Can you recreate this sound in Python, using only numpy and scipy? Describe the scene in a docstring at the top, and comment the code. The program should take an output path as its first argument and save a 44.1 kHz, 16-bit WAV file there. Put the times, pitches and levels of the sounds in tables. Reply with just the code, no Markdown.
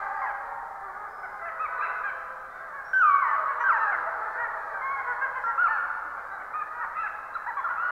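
"""A wolf pack choruses in a forest at night: yips, two falling squeals, low howls and thin whines.
Yips, squeals and howls are wavering harmonics weighted by a throat spectrum; whines are near-pure tones.
Yips, howls and whines are single pitch arches; squeals slide down in steps. Air rushes with yips and squeals.
A far part of the pack fills in with random howls. Tree trunks scatter the calls into a long echo;
a faint steady hiss lies underneath."""
import sys
import numpy as np
from scipy import signal
from scipy.fft import rfft, irfft, next_fast_len
from scipy.io import wavfile
from scipy.ndimage import uniform_filter1d, map_coordinates

SR = 44100
rng = np.random.default_rng(int(sys.argv[2]) if len(sys.argv) > 2 else 0)


def write(x):
    x = np.atleast_2d(x).T
    wavfile.write(sys.argv[1], SR, np.round(np.clip(x, -1, 1) * 32767).astype(np.int16))


N = 348831

# Steady background spectrum. 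Each row: frequency in Hz, relative density in dB per Hz.
HISS_SPECTRUM = [(10, -0.5), (28, 6.5), (60, -1), (120, -5.5), (250, -6), (600, -10), (1500, -46.5),
                 (3000, -27), (5000, -25.5), (8000, -27), (15500, -29.5)]
# Echo decay of the wood. Each row: frequency in Hz, time to fall 60 dB in seconds.
FOREST_DECAY = [(300, 7.7), (1000, 3.14), (2000, 1.2), (4000, 2.18), (8000, 0.43)]
# Far pack loudness. Each row: time in seconds, level in dB before the mix.
PACK_LEVELS = [(0, -26.5), (.66, -35), (1.501, -33.5), (1.902, -27), (2.309, -34.5), (2.599, -33.5),
               (3.13, -33.5), (3.44, -28.5), (3.799, -27), (3.999, -28), (4.701, -28), (5.442, -30.5),
               (5.68, -28.5), (5.99, -32), (6.41, -32.5), (6.901, -33.5), (7.55, -34), (7.91, -28.5)]
# Far pack voice colour. Each row: frequency in Hz, gain in dB.
PACK_COLOUR_DB = [(300, -21.5), (420, -17), (600, -7), (800, -7.5), (1100, 4.5), (1450, 2), (1800, -2),
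                  (2200, -15), (2800, -39), (3400, -38), (4200, -35), (5500, -42)]
# Direct path of yips from wolves facing away. Each row: frequency in Hz, gain in dB.
FACING_AWAY = [(1500, 1), (2300, 1), (2900, -5), (4000, -2), (5500, -1.5)]
# Air rushing through the throat. Each row: frequency in Hz, relative density in dB per Hz.
AIR_SPECTRUM = [(1500, -30), (2400, -1), (2900, 3), (3500, -6), (4200, -6.5), (4700, -11), (6500, -17),
                (9000, -27.5)]
# Throat and microphone colour. Each row: frequency in Hz, gain in dB.
THROAT_COLOUR = [(300, -33.5), (420, -27), (500, -18.5), (650, -12), (900, 2.5), (1300, 3.5), (1600, 4.5),
                 (1900, 4), (2200, -4.5), (2450, -15.5), (2670, -16.5), (2800, -23.5), (3050, -19.5),
                 (3400, -38), (4100, -37), (4700, -45), (7000, -69)]
# Thin nasal whistles. Each row: start in seconds, length in seconds, top pitch in Hz,
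# level in dB before the mix.
WHINE_NOTES = [(0.125, 0.16, 4830, -79), (1.075, 0.23, 5170, -76.5), (1.773, 0.14, 3985, -68.5),
               (2.49, 0.14, 3610, -77.5), (2.837, 0.12, 5610, -68.5), (2.944, 0.1, 5900, -72),
               (3.592, 0.053, 5890, -69), (3.683, 0.062, 4870, -71.5), (3.789, 0.065, 4000, -70),
               (5.43, 0.075, 5610, -77), (5.605, .2, 4330, -74.5), (6.306, 0.067, 3930, -74),
               (7.336, 0.023, 3970, -60), (7.565, .1, 3390, -71.5), (7.831, .08, 4330, -78)]
# Low notes of the adults. Each row: start in seconds, length in seconds, top pitch in Hz,
# level in dB before the mix, brightness in dB per octave, mouth resonance in Hz.
HOWL_NOTES = [(0, 0.3, 393.7, -38.5, -6, 800), (0, 0.32, 442, -42, -11, 890),
              (0, 0.43, 816, -42, -16, 1520), (.02, 0.52, 566, -51.5, -18, 1230),
              (0.423, .19, 468.5, -41.5, -9.5, 1050), (0.809, .12, 396.7, -41, -14, 1190),
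              (.93, 0.17, 417.5, -43, -11.5, 1373), (1.17, 0.33, 415, -45, -9.5, 1280),
              (1.407, 0.12, 683, -39.5, -11.5, 1830), (1.466, 0.23, 649, -45, -11, 1300),
              (1.67, 0.34, 503.6, -38.5, -5.5, 1436), (2.031, 0.34, 530.7, -49, -15.5, 1517),
              (2.523, 0.2, 537.5, -48, -9.5, 1590), (2.719, 0.12, 561.7, -41.5, -5.5, 1500),
              (3.37, 0.081, 644, -36.5, -20.5, 1295), (3.471, 0.08, 559, -33, -2, 1140),
              (3.592, 0.052, 489, -32.5, 2.5, 980), (3.889, 0.16, 513.5, -43.5, -14, 1570),
              (3.904, 0.13, 334, -62, -27, 788), (4.054, 0.056, 655, -35.5, -17.5, 1760),
              (4.153, .17, 436.7, -39, -14, 1303), (4.371, 0.12, 471, -33.5, -5, 1760),
              (4.495, 0.089, 448.6, -40.5, -10, 1410), (5.06, 0.09, 501.8, -31, -9.5, 1570),
              (5.202, 0.08, 533.5, -30, -4, 1580), (5.339, 0.078, 516.4, -35.5, -1, 1100),
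              (6.04, 0.06, 315.7, -62.5, -42, 780), (6.301, 0.081, 399.7, -41.5, -10, 1588),
              (6.717, .17, 484.7, -41.5, -7, 1570), (6.944, 0.099, 669, -42.5, 11, 1322),
              (7.682, 0.066, 487.5, -37, -2, 1415)]
# Two falling squeals, a list of rows for each. Each row: time in seconds, pitch in Hz,
# level in dB before the mix.
SQUEAL_PATHS = [
    [(2.932, 1545, -21), (2.995, 1528, -23), (3.012, 1478, -18), (3.04, 1250, -17), (3.125, 1124, -21.5),
     (3.21, 1112, -24.5), (3.265, 925, -32.5), (3.335, 871, -34), (3.375, 680, -34.5)],
    [(3.637, 1593, -24.5), (3.675, 1553, -23.5), (3.705, 1327, -17), (3.73, 958, -28), (3.757, 889, -26),
     (3.785, 783, -29.5)],
]
# Quick high cries. Each row: start in seconds, rise in seconds, fall in seconds, top pitch in Hz,
# pitch drop as a share, level in dB before the mix, brightness in dB per octave.
YIP_NOTES = [(.215, 0.0094, 0.05, 1071, 0.18, -35, -6.5), (0.26, 0.0072, .052, 852, 0.18, -39, 1.5),
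             (1.23, 0.014, 0.02, 764, 0.16, -39.5, -5), (1.452, 0.01, 0.038, 867, 0.23, -43, 12),
             (1.594, 0.031, 0.044, 1297, 0.16, -33.5, 3), (1.78, 0.02, 0.024, 1218, 0.062, -35.5, -14),
             (1.808, 0.033, .033, 1323, 0.15, -34, 8), (1.815, 0.016, 0.033, 813, 0.24, -37.5, 4.5),
             (2.035, 0.02, 0.053, 808, 0.13, -35.5, 7), (3.28, 0.022, 0.021, 989, 0.03, -41, 7),
             (3.38, 0.012, 0.015, 1263, 0.053, -33, -9.5), (3.791, 0.026, 0.055, 908, 0.12, -34.5, 2.5),
             (3.815, 0.018, 0.023, 1284, 0.029, -30.5, -24), (3.865, 0.015, .06, 825.6, 0.12, -32, -5),
             (3.92, .015, 0.026, 716, .14, -33, -3), (4.73, 0.024, 0.061, 792, 0.083, -41, -3.5),
             (4.815, 0.1, 0.095, 1092, 0.044, -35, -1.5), (4.96, 0.016, 0.048, 831, 0.16, -38, -8.5),
             (5.437, 0.0039, .075, 1390, 0.037, -32, -14), (5.46, .029, 0.032, 967, .1, -37.5, -7),
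             (5.576, 0.045, 0.064, 1460, .26, -25.5, -6.5), (5.68, 0.038, 0.07, 886, 0.17, -34, -0.5),
             (5.698, 0.063, 0.084, 1453, 0.099, -37, -6.5), (6.165, 0.018, 0.03, 781, 0.2, -45.5, -2),
             (6.395, 0.015, 0.021, 760, 0.24, -44, 1), (6.535, 0.0432, 0.05, 1252, 0.083, -33.5, -1.5),
             (6.606, 0.0051, .03, 871, 0.13, -42.5, 3), (6.796, .018, 0.039, 1324, 0.33, -36.5, -12),
             (6.809, .012, 0.034, 935, 0.29, -38.5, -0.5), (6.966, 0.044, 0.044, 1331, .09, -35, 5.5),
             (7.031, 0.012, .04, 856, 0.25, -35.5, 0), (7.351, 0.0029, 0.022, 1405, 0.28, -32.5, -10),
             (7.462, .027, .025, 983, 0.299, -34.5, -7), (7.566, 0.0074, 0.034, 1140, 0.13, -31.5, -14.5),
             (7.567, 0.0047, .038, 814, 0.064, -42, 0), (7.64, 0.01, 0.032, 1407, 0.28, -31, -18),
             (7.681, 0.046, 0.048, 1440, .13, -38, -8), (7.772, 0.1, 0.044, 1456, 0.15, -31.5, -3.5)]

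BAND_EDGE_HZ = 15750
ECHO_BUILD_S = 0.014  # time constant for the first echoes to gather
AIR_DB, AIR_FOLLOW_POWER = -42, 0.91  # dB against rms of the cries, before the mix; power of loudness
WHINE_BEND_SHARE = 0.03  # pitch drop at both ends
HOWL_RISE_SHARE, HOWL_RISE_MAX_S = 0.431, 0.075  # the top comes early, however long the note
HOWL_BEND_SHARE, HOWL_BEND_HALVED_S = 0.1993, 0.142  # limit for short notes; half at this length
OPEN_HZ, OPEN_WIDTH_HZ = 955, 140  # below this pitch a squeal opens into a brighter voice
SQUEAL_BRIGHT_DB_PER_OCT, OPEN_GAIN_DB_PER_OCT = -12.5, 16.5  # closed voice; added by opening
YIP_RASP_SCALE, RASP_AT_HZ, RASP_POWER = 0.02, 820, 4  # jitter scale at this pitch; less above it


def amp(db):
    """Decibels to gain."""
    return 10 ** (np.asarray(db) / 20)


def evened(x):
    """Scales to rms 1."""
    return x / np.sqrt(np.mean(x ** 2) + 1e-20)


def read(points, hz):
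    """Interpolates a spectrum on a log-frequency axis."""
    f, value = np.transpose(points)
    return np.interp(np.log(hz + 1), np.log(f + 1), value)


def coloured_noise(points):
    """White noise weighted by a spectrum."""
    gain = amp(read(points, np.fft.rfftfreq(N, 1 / SR)))
    return irfft(rfft(rng.standard_normal(N)) * gain, N)


def add(mix, start_s, sound):
    """Mixes a sound in at its start time."""
    part = mix[max(0, round(start_s * SR)):][:len(sound)]
    part += sound[:len(part)]


def drift(t, rate_hz, size=1024):
    """Smooth random curve through `rate_hz` independent values a second."""
    return map_coordinates(rng.standard_normal(size), [(t - t[0]) * rate_hz], mode="wrap")


def voice(t, hz, bright_db, colour, waver, rough, mouth_hz=1500, mouth_db=0, upper_db=0, width_hz=200, count=9):
    """Harmonics of wavering, jittering vocal folds, weighted by throat and one mouth resonance; about rms 1."""
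    hz = hz * (1 + waver * drift(t, 44.48) + rough * drift(t, 520))
    phase = 2 * np.pi * np.cumsum(hz) / SR
    k = np.arange(1, count + 1)[:, None]
    # a positive tilt stops rising at 2700 Hz; a negative one keeps falling
    capped_db = bright_db * np.log2(np.minimum(k, 2700 / hz))
    tilt_db = np.minimum(capped_db, bright_db * np.log2(k))
    tilt_db = tilt_db + upper_db * np.log2(np.maximum(k / 2, 1))  # per octave above the second harmonic
    peak_db = mouth_db / (1 + ((k * hz - mouth_hz) / width_hz) ** 2)
    gain = amp(read(colour, k * hz) + tilt_db + peak_db) * (k * hz < SR / 4)
    harmonics = (gain * np.sin(k * phase)).sum(0)
    return np.sqrt(2) * harmonics / np.sqrt((gain ** 2).sum(0) + 1e-20)


def arch(start_s, rise_s, fall_s, top_hz, bend, edge_db=3.0, attack_s=0.015, release_s=0.0028):
    """Time, pitch and loudness of a call: a pitch parabola, lower by share `bend` at its longer end."""
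    rise_s, fall_s = max(rise_s, 0.002), max(fall_s, 0.005)
    t = np.arange(-rise_s, fall_s, 1 / SR)  # counted from the top
    hz = top_hz * (1 - bend * (t / max(rise_s, fall_s)) ** 2)
    away = (t / np.where(t < 0, rise_s, fall_s)) ** 2
    gate = np.clip(np.minimum((t + rise_s) / attack_s, (fall_s - t) / release_s), 0, 1)
    return start_s + rise_s + t, hz, evened(amp(-edge_db * away) * gate)


def hiss(level_db=-61):
    """Still night air and the microphone's own noise: steady coloured noise."""
    return amp(level_db) * evened(coloured_noise(HISS_SPECTRUM))


def forest(x, early_db=6, early_s=0.04, spacing=16):
    """Trunk echoes: sparse random taps, strong early, each band decaying at its own rate; unit energy."""
    length = 2 * SR
    taps = rng.standard_normal(length) * (rng.random(length) < 1 / spacing)
    hz, t, z = signal.stft(taps, SR, nperseg=256)
    decay_db = early_db * np.exp(-t / early_s) - 60 * t / read(FOREST_DECAY, hz)[:, None]
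    z *= amp(decay_db) * (1 - np.exp(-t / ECHO_BUILD_S))
    tail = signal.istft(z, SR, nperseg=256)[1]
    return signal.fftconvolve(x, tail / np.linalg.norm(tail))[:len(x)]


def far_pack(count=160, spread_db=10, effort_tilt=0.04):
    """Distant wolves: short arched howls at random, direct plus echo; slightly duller when quieter."""
    low_hz, high_hz, least_bend, more_bend = 380, 900, 0.08, 0.2
    lead = SR  # the chorus is already under way
    out = np.zeros(N + lead)
    s, level_db = np.transpose(PACK_LEVELS)
    for i, (late, rise, fall, note, droop, size) in enumerate(rng.random((count, 6))):
        start_s = (i + late) / count * len(out) / SR
        top_hz = low_hz * (high_hz / low_hz) ** note
        effort_db = np.interp(start_s - lead / SR, s, level_db) - level_db.mean()
        rise_s, fall_s = 0.035 + 0.07 * rise, 0.045 + 0.11 * fall
        t, hz, swell = arch(start_s, rise_s, fall_s, top_hz, least_bend + more_bend * droop)
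        cry = voice(t, hz, effort_tilt * effort_db, PACK_COLOUR_DB, waver=0.02632, rough=0.013)
        add(out, start_s, amp(spread_db * size) * swell * cry)
    heard = (amp(-1) * out + forest(out))[lead:]
    # level out over 250 ms, then follow the level table
    heard /= np.sqrt(abs(uniform_filter1d(heard ** 2, size=SR // 4)) + 1e-12)
    return heard * amp(np.interp(np.arange(N) / SR, s, level_db))


def direct(x):
    """Straight path to the microphone, shaded by a head turned away."""
    size = next_fast_len(N + SR // 10)
    gain = amp(read(FACING_AWAY, np.fft.rfftfreq(size, 1 / SR)))
    return irfft(rfft(x, size) * gain, size)[:N]


def air(cries):
    """Throat air: coloured noise following the 10 ms loudness of the cries, growing more slowly than it."""
    loud = np.sqrt(abs(uniform_filter1d(cries ** 2, size=SR // 100)))
    rush = coloured_noise(AIR_SPECTRUM)
    return amp(AIR_DB) * np.std(cries) * evened(rush * loud ** AIR_FOLLOW_POWER)


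def whines(waver=0.0065):
    """Nearly pure, fluttering whistles far above the voice."""
    out = np.zeros(N)
    for start_s, length_s, top_hz, level_db in WHINE_NOTES:
        t, hz, swell = arch(start_s, length_s / 2, length_s / 2, top_hz, WHINE_BEND_SHARE)
        phase = 2 * np.pi * np.cumsum(hz * (1 + waver * drift(t, 160))) / SR
        add(out, start_s, amp(level_db) * swell * np.sin(phase))
    return out


def howls():
    """Low, quavering notes of the adults: the longer the note, the less its pitch bends."""
    out = np.zeros(N)
    for start_s, length_s, top_hz, level_db, bright_db, mouth_hz in HOWL_NOTES:
        rise_s = min(HOWL_RISE_SHARE * length_s, HOWL_RISE_MAX_S)
        bend = HOWL_BEND_SHARE / (1 + (length_s / HOWL_BEND_HALVED_S) ** 2)
        t, hz, swell = arch(start_s, rise_s, length_s - rise_s, top_hz, bend,
                            edge_db=1, attack_s=0.022, release_s=0.035)
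        cry = voice(t, hz, bright_db, THROAT_COLOUR, waver=0.011, rough=0.011, mouth_hz=mouth_hz, mouth_db=9.0)
        add(out, start_s, amp(level_db) * swell * cry)
    return out


def squeals(attack_s=0.0021):
    """A near wolf starts abruptly on a high note and slides down in steps, its voice opening as it drops."""
    out = np.zeros(N)
    for rows in SQUEAL_PATHS:
        s, *columns = np.transpose(rows)
        t = np.arange(s[0], s[-1], 1 / SR)
        hz, level_db = (np.interp(t, s, c) for c in columns)
        opened = 1 / (1 + np.exp((hz - OPEN_HZ) / OPEN_WIDTH_HZ))
        bright_db = SQUEAL_BRIGHT_DB_PER_OCT + OPEN_GAIN_DB_PER_OCT * opened
        cry = voice(t, hz, bright_db, THROAT_COLOUR, waver=0.0017, rough=0.0098, upper_db=-8)
        gate = np.minimum(np.minimum(t - t[0], t[-1] - t) / attack_s, 1)
        add(out, s[0], amp(level_db) * cry * gate)
    return out


def yips():
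    """Quick arched cries; low ones are raspier, and all grow raspier as they break off."""
    out = np.zeros(N)
    for start_s, rise_s, fall_s, top_hz, bend, level_db, bright_db in YIP_NOTES:
        t, hz, swell = arch(start_s, rise_s, fall_s, top_hz, bend, edge_db=3, attack_s=0.004)
        growth = 0.16 + 2 * np.linspace(0, 1, len(t)) ** 3
        rough = YIP_RASP_SCALE * (RASP_AT_HZ / top_hz) ** RASP_POWER * growth
        cry = voice(t, hz, bright_db, THROAT_COLOUR, waver=0.0075, rough=rough,
                    mouth_hz=1620, mouth_db=3.5, upper_db=-2.5)
        add(out, start_s, amp(level_db) * swell * cry)
    return out


def scene():
    """Sums the sources; each near group has its own balance of direct sound and echo."""
    howl, yip, squeal, whine = howls(), yips(), squeals(), whines()
    rush = air(yip + squeal)
    out = hiss() + amp(-8) * far_pack()
    out += amp(-6) * rush + forest(amp(-4) * rush)
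    out += amp(4.5) * whine + forest(amp(-2.0) * whine)
    out += amp(0.3) * howl + forest(amp(-5.8) * howl)
    out += amp(-0.85) * squeal + forest(amp(-6.5) * squeal)
    out += amp(1.5) * direct(yip) + forest(amp(-3.3) * yip)
    return out[None]


def record(dry):
    """Fades both ends over 3 ms, then low-passes at the recorder's band limit."""
    eased = dry * signal.windows.tukey(N, 2 * 0.003 * SR / N)
    low_pass = signal.firwin(511, BAND_EDGE_HZ, window=("kaiser", 9), fs=SR)
    return signal.oaconvolve(eased, low_pass[None], "same")


dry = scene()
out = record(dry)
write(out)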